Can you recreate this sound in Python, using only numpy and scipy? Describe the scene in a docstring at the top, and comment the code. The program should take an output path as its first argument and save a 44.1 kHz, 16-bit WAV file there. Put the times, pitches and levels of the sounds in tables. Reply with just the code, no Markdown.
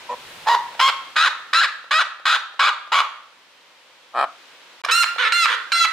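"""Seriema in an outdoor aviary

Over far hiss and a brief rustle at the microphone: a grunt, eight harsh yelps, one close growl, then,
after an instant of silence, three ringing screams among short rasps. Soft clucks lead into some calls.
Each call is a train of syrinx pulses, shaped by throat and beak, that runs clear, gains undertones
or breaks up; walls and mesh ring on."""
import sys
import numpy as np
from scipy import signal
from scipy.fft import rfft, irfft
from scipy.io import wavfile
from scipy.ndimage import uniform_filter1d

SR = 44100
rng = np.random.default_rng(int(sys.argv[2]) if len(sys.argv) > 2 else 0)


def wrap_up_sound(samples):
    """Save the sound to the file named by the first command line argument, as 16-bit audio."""
    columns = np.atleast_2d(samples).T
    # keep every value between -1 and 1, then stretch to whole-number steps
    tamed = np.clip(columns, -1, 1)
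    steps = np.round(tamed * 32767).astype(np.int16)
    wavfile.write(sys.argv[1], SR, steps)


N = 261072
T = np.arange(N) / SR
FREQ = np.fft.rfftfreq(N, 1 / SR)


def undb(db):
    """Decibels to gain."""
    return 10 ** (np.asarray(db) / 20)


def ramp(x):
    """Rises from 0 to 1 and stays there."""
    return np.clip(x, 0, 1)


def wander(t, size):
    """A random sway with a spread near 1, smoothed over size samples."""
    smooth = uniform_filter1d(uniform_filter1d(rng.standard_normal(16384), size), size)
    return smooth[size:size + len(t)] * np.sqrt(size)


def spectrum_db(points, f):
    """A spectrum joined by straight lines over log frequency."""
    hz, db = np.transpose(points)
    return np.interp(np.log(f + 1), np.log(hz), db)


def diffuse(db, alike_hz=2000):
    """Noise from all around the microphone: left and right alike in the bass, unrelated in the treble."""
    likeness = .98 / (1 + (FREQ / alike_hz) ** 2)
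    mid, side = rfft(rng.standard_normal((2, N))) * undb(db) * np.sqrt([1 + likeness, 1 - likeness])
    pair = irfft([mid + side, mid - side], N)
    return pair / pair.std()


# colour of the far hiss: f/Hz, level/dB
HISS_COLOUR = [(24, -71), (40, -48), (298, -16), (443, -14.5), (502, -9), (676, -13), (746, -10.5),
               (824, -12), (956, -7.5), (1200, -10), (3140, -9.5), (3830, -11.5), (15000, -37.5)]
# its loudness: t/s, level/dB
HISS_LEVEL = [(0, -42.5), (.45, -42), (1.1, -44.5), (2.2, -56), (3.5, -52.5), (4.1, -51.5), (4.4, -48),
              (4.8, -48), (4.85, -45), (5.92, -46)]
def far_hiss():
    """Open-air hiss from the distant grounds."""
    level_db = np.interp(T, *np.transpose(HISS_LEVEL))
    return diffuse(spectrum_db(HISS_COLOUR, FREQ), alike_hz=1800) * undb(level_db)


# colour of the near rustle: f/Hz, level/dB
RUSTLE_COLOUR = [(40, -11), (150, -1), (300, -8.5), (520, -4.5), (1900, -5.5), (5000, -16), (9000, -12.5),
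                 (15000, -20)]
# its loudness: t/s, level/dB
RUSTLE_LEVEL = [(0, -60), (.3, -48), (.45, -48.5), (1, -60), (2, -72.5)]
def near_rustle():
    """A soft rustle close to the microphone, mostly in the first second."""
    level_db = np.interp(T, *np.transpose(RUSTLE_LEVEL))
    return diffuse(spectrum_db(RUSTLE_COLOUR, FREQ), alike_hz=1500) * undb(level_db)


def aviary(x, pan_db, lead_s, scatter_db, room_db, echo_s, echo_db, t60_s):
    """At the microphone: direct sound, scatter off nearby mesh and leaves, one wall echo and a tail."""
    low_db = -10 * np.log10(1 + (FREQ / 4500) ** 4)
    high_db = -10 * np.log10(1 + (4500 / (FREQ + 1)) ** 4)
    tail = sum(diffuse(db) * np.sqrt(np.mean(undb(db) ** 2)) * np.exp(-np.log(1000) * T / life_s)
               for db, life_s in [(low_db, t60_s), (high_db, 0.72 * t60_s)])  # treble dies sooner
    tail *= ramp(T / 0.022)
    mesh_db = -10 * np.log10(1 + (2000 / (FREQ + 1)) ** 4)
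    scatter = diffuse(mesh_db) * np.sqrt(T) * np.exp(-T / 0.0015)
    response = sum(undb(db) * part / np.sqrt(np.sum(part ** 2) / 2)
                   for db, part in [(room_db, tail), (scatter_db, scatter)])
    response[:, int(echo_s * SR)] += undb(echo_db)
    sides = np.array([[.5], [-.5]])  # positive pan and lead favour the left
    direct = irfft(rfft(x) * np.exp(2j * np.pi * FREQ * lead_s * sides), N)
    reflected = signal.fftconvolve(x[None], response[:, :SR])[:, :N]
    return undb(pan_db * sides) * (direct + reflected)


def syrinx(t, controls, f, group, jitter=.105, shimmer_db=4.2):
    """Spectrum of a call's pulses: uneven when rough; strong and weak by turns, they add undertones."""
    cycles = np.cumsum(controls[0]) / SR
    times = np.interp(np.arange(int(cycles[-1]) + 1), cycles, t)
    hz, rough, undertone = (np.interp(times, t, c) for c in controls)
    size_noise, time_noise = rng.standard_normal((256, 2))[:len(times)].T
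    turn = np.cos(2 * np.pi * np.arange(len(times)) / group)
    strength = (1 + turn * ramp(undertone)) * undb(shimmer_db * rough * size_noise)
    slip = jitter * rough * time_noise / hz
    times = times + np.cumsum(slip) - slip + 10 / SR
    return strength @ np.exp(-2j * np.pi * np.outer(times, f))


def resonate(spectrum, db):
    """The throat as a causal filter with this gain: it rings after each pulse, never before."""
    cepstrum = irfft(np.log(undb(db)))
    half = len(cepstrum) // 2
    cepstrum[1:half] *= 2
    cepstrum[half + 1:] = 0
    return irfft(spectrum * np.exp(rfft(cepstrum)))


def beak_bounce(voice, t, share=.45, lag_s=0.000298, sway_s=4e-5):
    """The treble also bounces off the quivering beak, so single overtones swell and fade."""
    treble = signal.sosfilt(signal.butter(2, 4800, "high", fs=SR, output="sos"), voice)
    return voice + share * np.interp(t - lag_s - sway_s * wander(t, size=1500), t, treble)


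def calls(table, gesture, throat, release_s, ring_width_hz, closing_s, closed_stretch, closed_tilt_db,
          group=2, size=8192):
    """Pulses and a little breath ring the throat; loudness holds steady between attack and release."""
    out, f = np.zeros(N + size), np.fft.rfftfreq(size, 1 / SR)
    octaves = np.log2(1 + (f / 1800) ** 2) / 2
    # call columns: t/s, length/s, level/dB, attack/s, upper resonance f/Hz, its boost/dB,
    # treble slope/(dB per octave); the rest of a row goes to the gesture
    for start, length, db, attack, ring_hz, ring_db, slope_db, *rest in table:
        t = np.arange(int(length * SR)) / SR
        hz, rough, undertone, stretch = gesture(t, length, *rest)
        pulses = syrinx(t, (hz, rough, undertone), f, group)
        breath = rfft(rng.standard_normal(size)[:len(t)] * rough, size)
        source = pulses + breath * np.abs(pulses).std() / np.sqrt(size)
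        upper_db = ring_db / (1 + (2 * (f - ring_hz) / ring_width_hz) ** 2) + slope_db * octaves
        # a half-shut beak scales the throat's resonances and tilts its treble
        wide, closed = (resonate(source, spectrum_db(throat, f / s) + upper_db + tilt * octaves)[:len(t)]
                        for s, tilt in [(stretch, 0), (stretch * closed_stretch, closed_tilt_db)])
        gape = ramp(t / attack) * ramp((length - t) / closing_s)
        voice = beak_bounce(gape * wide + (1 - gape) * closed, t)
        voice /= np.sqrt(uniform_filter1d(voice ** 2, size=700) + 1e-12)
        envelope = ramp(t / attack) * ramp((length - t) / release_s)
        out[int(start * SR):][:len(t)] += undb(db) * envelope * voice
    return out[:N]


def rattle(t, length, hz, rough, undertone, stretch):
    """Rasps and growls keep one roughness while their pulse rate wanders."""
    steady = np.ones(len(t))
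    return hz * (1 + 0.0511 * wander(t, size=700)), rough * steady, undertone * steady, stretch


# soft clucks just ahead of calls: t/s, level/dB
CLUCK_PUFFS = [(0.748, -37.5), (1.841, -45.5), (2.196, -45), (2.54, -45.5), (2.873, -43.5), (4.838, -33),
               (4.861, -30), (5.161, -35)]
def clucks(decay_s=0.0028, size=2048):
    """A short puff of air rings the half-closed throat."""
    out, t = np.zeros(N), np.arange(size) / SR
    throat = [(150, -43), (550, 4), (1100, 2.5), (2000, -4.5), (4000, -9), (16000, -44)]  # f/Hz, gain/dB
    colour = spectrum_db(throat, np.fft.rfftfreq(size, 1 / SR))
    for start, db in CLUCK_PUFFS:
        air = rng.standard_normal(size) * np.sqrt(t) * np.exp(-t / decay_s)
        puff = resonate(rfft(air), colour)
        out[int(start * SR):][:size] += undb(db) * puff / puff[t < 2 * decay_s].std()
    return out


# throat and beak in a growl: f/Hz, level/dB
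GROWL_TRACT = [(130, -40), (230, -23), (480, -13.5), (760, 3.5), (960, -9), (1250, 10), (1580, -12),
               (1760, -8.5), (2080, -26), (2400, -10.5), (2780, -36), (3150, -14.5), (3600, -32),
               (4150, -24.5), (6000, -55), (9000, -44), (15000, -67.5)]
# grunt and growl: call columns, pulse f/Hz, roughness, undertone share, throat stretch factor
GROWL_CALLS = [ (.088, 0.063, -30, 0.0083, 496, 3, 4, 242.7, 0.87, 0.19, 0.787),
               (4.134, 0.12, -17.5, 0.055, 1410, 6.6, 0.9, 129.1, 0.562, 0.13, 1.013)]
def growls():
    """Close to the microphone, slow uneven pulses ring the throat's narrow resonances."""
    return calls(GROWL_CALLS, rattle, GROWL_TRACT, release_s=0.0099, ring_width_hz=50,
                 closing_s=0.0275, closed_stretch=0.97, closed_tilt_db=-5)


# throat and beak in a rasp: f/Hz, level/dB
RASP_TRACT = [(150, -40), (330, -35.5), (480, -6.5), (750, -17.5), (1000, 0), (1350, -0.5), (1800, 3.5),
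              (2700, -14), (3600, -16), (6000, -36), (9000, -46), (16000, -71)]
# rasps: call columns, pulse f/Hz, roughness, undertone share, throat stretch factor
RASP_CALLS = [ (4.847, 0.011, -14, 0.0013, 5370, 16, 6.5, 1272, 1.1, 0.17, 0.96),
              (4.886, 0.031, -17.5, 0.00068, 3440, 10.5, 2, 1404, 1, .7, 1.02),
              (5.183, 0.11, -18.5, 0.0012, 3490, 10.5, 2.4, 1386, 0.55, 0.72, 1.077),
              (5.478, 0.08, -20.5, 0.0038, 3390, 9.5, 5.5, 1391, 1.02, 0.4, 0.99)]
def rasps():
    """Fast, rough pulses in groups of three put low undertones between the screams."""
    return calls(RASP_CALLS, rattle, RASP_TRACT, release_s=0.014, ring_width_hz=510,
                 closing_s=0.012, closed_stretch=1, closed_tilt_db=6, group=3)


# throat and beak in a yelp: f/Hz, level/dB
YELP_TRACT = [(150, -56), (380, -27.5), (600, -19), (900, -5), (1300, -1.5), (1600, 7), (2200, -8),
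              (3600, -6), (5000, -15), (9000, -28), (11000, -36), (16000, -45.5)]
# yelps: call columns, held f/Hz, crack f/Hz, held roughness, held undertone share
YELP_CALLS = [ (.460, 0.11, -15, 0.021, 2500, -14, -0.1, 970, 951, 0.39, 0.13),
              (.793, 0.12, -15.5, 0.0036, 3320, 6, 2, 1091, 1072, 0.23, 0.2),
              (1.157, 0.14, -16, 0.0077, 3780, 2.5, -2.1, 1317, 1443, 0.51, 0.27),
              (1.529, 0.14, -16, 0.0054, 3620, 3, -2.5, 1386, 1639, 0.36, 0.06),
              (1.908, 0.13, -17, 0.0024, 3020, 1, -2.5, 1293, 1476, 0.17, 0.63),
              (2.254, .124, -17, 0.0013, 3570, 4.5, -1, 1297, 1499, 0.78, 0.27),
              (2.592, 0.12, -16, 0.0029, 3700, 3.5, -2, 1198, 1219, 0.57, 0.16),
              (2.918, .112, -16.7, 0.0036, 3300, 2.5, 0.5, 1110, 1196, 0.82, 0.34)]
def yelps():
    """Each yelp scoops up from a rough onset, holds, cracks, then slides down into undertones."""
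    def gesture(t, length, held_hz, crack_hz, rough, undertone, clear_s=.043, hold_s=.074, crack_s=.089):
        scoop = 1 - .15 * np.exp(-t / 0.026)
        hz = scoop * np.interp(t, [hold_s, crack_s, length], [held_hz, crack_hz, 757.5])
        stages = [0, clear_s, hold_s, crack_s, length]
        roughness = np.interp(t, stages, [1, rough, rough, .82, .35])
        split = np.interp(t, stages, [.34, undertone, undertone, .34, 1])
        stretch = (held_hz / 1325) ** 1.205  # the throat is tuned to the held pitch
        return hz, roughness, split, stretch

    return calls(YELP_CALLS, gesture, YELP_TRACT, release_s=0.023, ring_width_hz=720,
                 closing_s=0.02, closed_stretch=0.9, closed_tilt_db=-4)


# throat and wide-open beak in a scream: f/Hz, level/dB
SCREAM_TRACT = [(150, -70), (450, -54), (700, -22.5), (950, -8.5), (1350, 5.5), (2050, 4.5), (3300, -1.5),
                (4200, 0.5), (5600, -11.5), (7200, -12.5), (9000, -19.5), (16000, -32.5)]
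# screams: call columns, top f/Hz, time to the top/s, sag/(Hz per s^2), opening swoop/Hz, undertone share
SCREAM_CALLS = [ (4.907, .142, -16.5, 0.0096, 2750, 3, 1.4, 1403, 0.082, 21630, -130, 0.17),
                (5.320, 0.15, -16.5, 0.0028, 2800, 5, -2.25, 1396, 0.052, 21700, 414, 0.72),
                (5.718, .147, -16.5, 0.0021, 4094, 7, -2.1, 1367, 0.0388, 6870, 385, 0.96)]
def screams():
    """A clear arch of pitch swoops in rough, gains an undertone and breaks up just before the end."""
    def gesture(t, length, top_hz, top_s, sag, swoop_hz, undertone, edge_s=0.013, break_s=0.027):
        hz = top_hz - sag * (t - top_s) ** 2 + swoop_hz * np.exp(-t / 0.00409)
        broken = ramp(1 - t / edge_s) + ramp((t - length + break_s) / edge_s)
        roughness = 0.074 + 0.83 * broken
        split = (1 - broken) * undertone * ramp(t / 0.059) + 0.91 * broken
        return hz, roughness, split, 1

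    return calls(SCREAM_CALLS, gesture, SCREAM_TRACT, release_s=0.0088, ring_width_hz=104,
                 closing_s=0.041, closed_stretch=0.88, closed_tilt_db=-8.5)


def scene(silent_from_s=4.818, silent_to_s=4.836):
    """From the microphone: yelps ahead, screams farther off to the right, growls close, a little left."""
    ahead = yelps() + clucks()
    right = screams() + rasps()
    close = growls()
    bird = aviary(ahead, pan_db=-0.94, lead_s=2.2e-5, scatter_db=-1.5, room_db=-10,
                  echo_s=0.046, echo_db=-17, t60_s=0.61)
    bird += aviary(right, pan_db=-3.5, lead_s=3e-6, scatter_db=-2, room_db=-6,
                   echo_s=0.064, echo_db=-20.5, t60_s=0.53)
    bird += aviary(close, pan_db=1.5, lead_s=-1.3e-5, scatter_db=6, room_db=-16.5,
                   echo_s=0.07, echo_db=-50, t60_s=0.28)
    audible = (T < silent_from_s) | (T > silent_to_s)
    return (bird + far_hiss() + near_rustle()) * audible


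def record(dry, top_hz=15500):
    """The recorder rounds the highest peaks and cuts the top of the treble."""
    rounded = np.tanh(.8 * dry) / 0.73
    return signal.sosfilt(signal.ellip(8, .2, 70, top_hz, fs=SR, output="sos"), rounded)


dry = scene()
out = record(dry)
wrap_up_sound(out)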